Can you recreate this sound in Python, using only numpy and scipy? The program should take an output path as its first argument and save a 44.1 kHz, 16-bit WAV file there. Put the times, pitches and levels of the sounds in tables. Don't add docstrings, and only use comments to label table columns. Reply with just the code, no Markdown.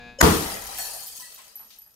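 import sys
import numpy as np
from scipy import signal
from scipy.fft import rfft, irfft
from scipy.io import wavfile

SR = 44100
rng = np.random.default_rng(int(sys.argv[2]) if len(sys.argv) > 2 else 0)


def wav_out(sig):
    wavfile.write(sys.argv[1], SR, np.round(np.clip(np.atleast_2d(sig).T, -1, 1) * 32767).astype(np.int16))


N = 85995
T = np.arange(N) / SR
HZ = np.fft.rfftfreq(N, 1 / SR)


def amp(db):
    return 10 ** (np.asarray(db) / 20)


def evened(x):
    return x / np.sqrt(np.mean(x ** 2) + 1e-20)


def read(points, hz):
    f, value = np.transpose(points)
    return np.interp(np.log(hz + 1), np.log(f + 1), value)


def level(points):
    return amp(np.interp(T, *np.transpose(points)))


def at(s, x):
    delay = max(round(s * SR), 0)
    channels_alone = [(0, 0)] * (x.ndim - 1)
    return np.pad(x, channels_alone + [(delay, 0)])[..., :N]


def lengthened(x):
    return np.pad(x, (0, N - len(x)))


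def colour(x, db):
    return irfft(rfft(x) * amp(db), N)


def spread(x):
    # (frequency [Hz], likeness [-1 to 1])
    likeness = [(60, .95), (170, .93), (350, .4), (800, 0.084), (2500, -0.092), (6000, 0), (9000, .3),
                (12000, 0.61), (15000, .3)]
    a, b = rfft(x)
    same = np.clip(read(likeness, HZ), -.99, .99)
    mid = a * np.sqrt((1 + same) / 2)
    side = b * np.sqrt((1 - same) / 2)
    return irfft(np.array([mid + side, mid - side]), N)


def noise(db):
    return evened(colour(spread(rng.standard_normal((2, N))), db))


def dying(x, t60s, hold=0):
    hz, t, bands = signal.stft(x, SR, nperseg=256)
    fall_s = np.maximum(t - hold, 0)
    bands = bands * amp(-60 * fall_s / read(t60s, hz)[:, None])
    return signal.istft(bands, SR, nperseg=256)[1][:, :N]


def ring(hz, db, t60):
    t = T[:int(2 * t60 * SR) + 2]
    return lengthened(amp(db - 60 * t / t60) * np.sin(2 * np.pi * hz * t))


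def fluttering(hz, db, t60, depth):
    flutter_hz = 45
    t = T[:int(1.5 * t60 * SR) + 2]
    a, b = (np.interp(t * 2 * flutter_hz, np.arange(len(s)), s)
            for s in rng.standard_normal((2, 200)) / np.sqrt(2))
    turn = 2 * np.pi * hz * t
    wave = ((1 + depth * a) * np.sin(turn) + depth * b * np.cos(turn)) / np.hypot(1, depth)
    return lengthened(amp(db - 60 * t / t60) * wave)


def click(db):
    fade_s = .0015
    t = T[:N // 100]
    hiss = np.diff(rng.standard_normal(len(t) + 1))
    return lengthened(amp(db) * evened(hiss) * np.exp(-t / fade_s))


def room(x, wet_db):
    # (frequency [Hz], t60 [s])
    room_t60 = [(100, 1.03), (1000, 0.49), (5000, 0.94), (15000, 0.5)]
    tail = dying(noise(0 * HZ), room_t60) * np.minimum(T / 0.0065, 1)
    tail /= np.sqrt(np.sum(tail ** 2) / 2)
    return x + amp(wet_db) * signal.fftconvolve(np.atleast_2d(x), tail, axes=1)[:, :N]


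def hammer():
    # (frequency [Hz], level [dB], t60 [s])
    tube = [(540, -29, 0.13), (3000, -42, .5), (5320, -37.5, .6), (6560, -38, 0.46), (7381, -44.5, .1),
            (10100, -49.5, .3)]
    # (frequency [Hz], relative level [dB per Hz])
    crack_spectrum = [(59, -40), (100, -10.5), (1040, -2.5), (1840, -3.5), (2520, -18), (5280, -14.5),
                      (5870, -17), (7100, -5.5), (8230, -17.5), (13700, -17), (15500, -33)]
    touch_s, crack_s = .1865, .2145
    crack_db, grow_db_per_ms, fall_db_per_ms, crack_wet_db = -4.5, 3, 4, -13
    touch = at(touch_s, sum(ring(*mode) for mode in tube) * np.minimum(T / 0.0036, 1))
    ms = (T - crack_s) * 1000
    swell_db = np.minimum(ms * grow_db_per_ms, -ms * fall_db_per_ms)
    crack = noise(read(crack_spectrum, HZ)) * amp(crack_db + np.maximum(swell_db, -200))
    push = at(crack_s, ring(hz=950, db=-10.5, t60=.022))
    touch = touch * np.clip(-ms, 0, 1)
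    return touch + room(crack + push, crack_wet_db)


def implosion():
    # (frequency [Hz], relative level [dB per Hz])
    blast_spectrum = [(18, -46), (30, -16.5), (81, -2.5), (126, -14), (164, -1), (277, -7.5), (315, -1),
                      (379, -9), (443, -2), (591, -23), (639, -14), (1200, -11), (1590, -20.5),
                      (1820, -21.5), (2070, -24), (11300, -30), (15500, -34)]
    # (frequency [Hz], t60 [s])
    blast_t60 = [(50, .6), (150, 0.49), (400, .55), (1200, .55), (4000, 0.81), (14000, .8)]
    # (frequency [Hz], relative level [dB], t60 [s])
    desk_modes = [(53.3, -4.5, 0.55), (91, -2.5, 0.49), (178, -6.5, 0.56), (334.2, -2, 0.43),
                  (458.7, -2, 0.31), (660, -10, 0.44), (840, -6.5, 0.23), (902, -16, 0.57),
                  (975, -13.5, 0.33), (1073, -11.5, 0.42), (1213, -11.5, 0.32), (1268, -13, 0.63)]
    boom_s, rise_s, hold_s = .2245, .003, .025
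    blast_db, desk_db = -11.5, -22
    blast = amp(blast_db) * dying(noise(read(blast_spectrum, HZ)), blast_t60, hold_s)
    desk = sum(rng.choice([-1, 1]) * ring(hz, db + desk_db, t60) for hz, db, t60 in desk_modes)
    return at(boom_s, (blast + desk) * np.minimum(T / rise_s, 1))


def shower(spectrum, loudness, low_hz, high_hz, per_s, t60, scatter_db, tick_db, count):
    start_s, wet_db = .2245, -0.5
    out = np.zeros((2, N))
    for hz in np.geomspace(low_hz, high_hz, count):
        pitch, length, overtone, side = rng.random(4)
        hz = hz * (1 + .1 * (pitch - .5))
        low_tone = ring(hz, 0, t60 * (.5 + length))
        high_tone = ring(min(hz * (1.5 + overtone), SR / 2), -3, t60 / 2)
        tap = (low_tone + high_tone + click(tick_db))[:N // 12]
        struck = rng.random(N) < per_s / count / SR
        hits = struck * amp(scatter_db * np.minimum(rng.exponential(1, N), 3))
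        pan = np.array([[np.cos(np.pi * side)], [np.sin(np.pi * side)]])
        out += pan * signal.oaconvolve(hits, tap)[:N]
    shaped = evened(colour(room(spread(out), wet_db), read(spectrum, HZ)))
    return shaped * level(loudness) * (T > start_s)


def falling_glass():
    # (time [s], level [dB])
    coarse_level, fine_level, flake_level = [(.22, -60), (.25, -42), (.5, -36), (.63, -42.5), (.8, -46),
                                             (.95, -47), (1.1, -56), (1.42, -60), (1.55, -63),
                                             (1.95, -71.5)], [(.22, -65), (.25, -37.5), (.45, -34.5),
                                                                   (.63, -40), (.77, -36), (.84, -35.5),
                                                                   (1, -41), (1.2, -42.5), (1.4, -48),
                                                                   (1.52, -55), (1.75, -56.5),
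                                                                   (1.95, -64.5)], [(.22, -70),
                                                                                       (.26, -35),
                                                                                       (.42, -37),
                                                                                       (.6, -46),
                                                                                       (.75, -45),
                                                                                       (.82, -38), (1, -44),
                                                                                       (1.2, -49),
                                                                                       (1.4, -58),
                                                                                       (1.55, -58),
                                                                                       (1.7, -66),
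                                                                                       (1.95, -78)]
    # (frequency [Hz], gain before levelling [dB])
    coarse_colour, fine_colour, flake_colour = [(100, -21), (300, -12), (750, -3), (1200, -4), (2500, -5),
                                                (5000, -21), (15000, -43)], [(500, -24), (2000, -8), (4000, 0),
                                                                (7000, 0), (10000, -0.5), (12000, -2),
                                                                (15500, -7)], [(1000, -25), (4000, -6),
                                                                              (8000, -1), (11500, 0),
                                                                              (15500, -3)]
    coarse = shower(coarse_colour, coarse_level, low_hz=450, high_hz=4001, per_s=500, t60=.05,
                    scatter_db=1.5, tick_db=-2, count=36)
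    fine = shower(fine_colour, fine_level, low_hz=2498, high_hz=15050, per_s=600, t60=.03,
                  scatter_db=4.5, tick_db=9, count=40)
    flakes = shower(flake_colour, flake_level, low_hz=4000, high_hz=15000, per_s=130, t60=.06,
                    scatter_db=3, tick_db=0, count=70)
    return coarse + fine + flakes


def long_piece():
    # (frequency [Hz], relative level [dB], t60 [s])
    piece_modes = [(765, -2, 0.04), (1754, -10.5, 0.46), (4385, -1, .7), (5790, -8, .45), (6588, -8, .5),
                   (7120, -5, .5), (8070, 3, .45), (9050, -5, .25), (9465, -9, .5), (11080, -1, .45),
                   (11400, -3, .15), (11900, -1, .15), (12770, 4, .18), (13900, -7, .12), (15150, -3, .2)]
    # (time [s], level [dB], brightness [dB per octave])
    landings = [(.778, -43, 3), (.785, -38.5, 1), (.793, -40, 3), (.802, -43, 2), (.853, -48, 0),
                (.94, -51, -1.5), (1.005, -52, 6), (1.062, -53, 8.5), (1.165, -49.5, 3), (1.205, -54, -1),
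                (1.32, -66, -1)]
    scatter_db, detune, flutter = 2.5, .0025, 1.3
    click_db, wet_db = 11, -5
    out = np.zeros(N)
    for s, db, tilt_db in landings:
        touch = click(click_db)
        for hz, mode_db, t60 in piece_modes:
            a, b = rng.standard_normal(2)
            mixed_db = mode_db + scatter_db * b + tilt_db * np.log2(hz / 8000)
            touch = touch + fluttering(hz * (1 + detune * a), mixed_db, t60, flutter)
        out += at(s, amp(db) * touch)
    return room(out, wet_db)


def shards():
    # (time [s], pitch [Hz], ring level [dB], t60 [s], tick level [dB])
    shard_hits = [(.3697, 13600, -27, .04, -30), (.373, 11900, -30, .04, -30),
                  (.4081, 11460, -27, .06, -31), (.523, 9500, -35, .08, -50), (.6216, 11400, -36, .04, -34),
                  (.692, 3960, -38, .08, -50), (.7204, 10300, -38, .06, -40), (.7852, 12830, -25, .08, -35),
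                  (.91, 8800, -36, .15, -50), (.9638, 9020, -31, .12, -40), (1.0701, 12010, -31, .09, -50),
                  (1.196, 1000, -44, .09, -60), (1.225, 1948, -47, .2, -65), (1.343, 12010, -42, .1, -55),
                  (1.4577, 12010, -53, .25, -70), (1.556, 11780, -30, .09, -46),
                  (1.565, 11850, -30, .07, -52), (1.594, 11820, -39, .15, -65),
                  (1.787, 11820, -36.5, .08, -55), (1.8194, 11820, -40, .08, -80),
                  (1.862, 11800, -43, .12, -90), (1.922, 11800, -52, .1, -80)]
    flutter, wet_db = .45, -4.5
    pings = sum(at(s, fluttering(hz, db, t60, flutter) + click(tick_db))
                for s, hz, db, t60, tick_db in shard_hits)
    return room(pings, wet_db)


def knocks():
    # (time [s], pitch [Hz], level [dB], width [octaves], t60 [s])
    knock_hits = [(.45, 760, -39, .2, .5), (.54, 580, -40, .2, .35), (.69, 780, -38, .11, .2),
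                  (.72, 910, -41, 1.1, .2), (.787, 770, -36, .16, .36), (.786, 1700, -39, .5, .2),
                  (.935, 700, -43, .18, .35), (1.185, 180, -63, .5, .25), (1.375, 1020, -51, .13, .22),
                  (1.315, 4000, -52, .8, .3), (1.38, 2400, -50, .9, .5), (1.596, 1000, -51, .35, .25),
                  (1.605, 220, -66, .6, .5), (1.703, 3900, -49.5, .8, .33), (1.735, 4500, -56, .7, .25),
                  (1.86, 1100, -67, .8, .2)]
    rise = np.minimum(T / .003, 1)
    out = np.zeros((2, N))
    for s, hz, db, width, t60 in knock_hits:
        octaves_away = np.log2((HZ + 1) / hz)
        clatter = noise(-20 * np.log10(1 + (octaves_away / width) ** 2))
        out += at(s, rise * amp(db - 60 * T / t60) * clatter)
    return out


def ballast():
    # (frequency [Hz], relative level [dB])
    buzz_balance = [(120, -3), (360, -16), (600, -6.5), (900, -4), (1300, -13), (1600, -4), (1950, -12),
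                    (2550, -3), (3100, -16), (3700, -5), (4400, -16), (4900, -13), (5700, -29), (6600, -20),
                    (8000, -35), (12000, -45)]
    # (frequency [Hz], level [dB])
    buzz_lines = [(239.7, -54), (479.4, -57), (719.3, -53), (1679, -51.5), (2398, -61), (2518, -56)]
    # (time [s], level [dB])
    buzz_level = [(0, -0.5), (.1, 0), (.14, -6), (.2, -10.5), (.25, -58.5)]
    buzz_hz, buzz_db = 120.1, -51
    t = T[:N // 6]
    hz = buzz_hz * np.arange(1, 100)
    gains = amp(read(buzz_balance, hz))
    gains = amp(buzz_db) * gains / np.linalg.norm(gains)
    tones = list(zip(hz, gains)) + [(f, amp(db)) for f, db in buzz_lines]
    buzz = np.zeros((2, len(t)))
    for f, gain in tones:
        start = rng.random() + 0.22 * rng.random((2, 1))
        buzz += gain * np.sqrt(2) * np.sin(2 * np.pi * (f * t + start))
    return np.pad(buzz, ((0, 0), (0, N - len(t)))) * level(buzz_level)


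def background():
    # (frequency [Hz], relative level [dB per Hz])
    air_spectrum, rumble_spectrum = [(30, -13), (130, -11), (230, -3), (400, -16), (1500, -18), (6000, -21),
                                     (9000, -21), (15000, -22)], [(20, -14), (35, -5), (52, -0.5), (80, -11), (200, -12),
                                                  (400, -20), (1000, -27), (8000, -65)]
    # (time [s], level [dB])
    rumble_level = [(0, -53), (.18, -54), (.45, -47), (.68, -52), (.85, -59), (1, -65), (1.2, -69),
                    (1.4, -77), (1.95, -76)]
    air_db = -71
    air = amp(air_db) * noise(read(air_spectrum, HZ))
    rumble = level(rumble_level) * noise(read(rumble_spectrum, HZ))
    return air + rumble


def scene():
    smash = hammer() + implosion()
    glass = falling_glass() + long_piece() + shards() + knocks()
    return smash + glass + ballast() + background()


def record(dry):
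    # (frequency [Hz], gain [dB])
    mic_colour = [(7100, 0.5), (7380, 0), (7560, -13.5), (7750, -2), (8050, -0.5)]
    # (frequency [Hz], left minus right [dB])
    left_lean = [(60, 2), (300, 1.5), (1000, 3), (3000, 4.5), (6000, 7), (8000, 1.5), (15000, 0)]
    edge_hz = 15750
    halves = np.array([[.5], [-.5]])
    heard = colour(dry, read(mic_colour, HZ) + halves * read(left_lean, HZ))
    heard = np.clip(heard, -1, 1)
    low_pass = signal.firwin(511, edge_hz, window=("kaiser", 9), fs=SR)
    return signal.oaconvolve(heard, low_pass[None], "same")


dry = scene()
out = record(dry)
wav_out(out)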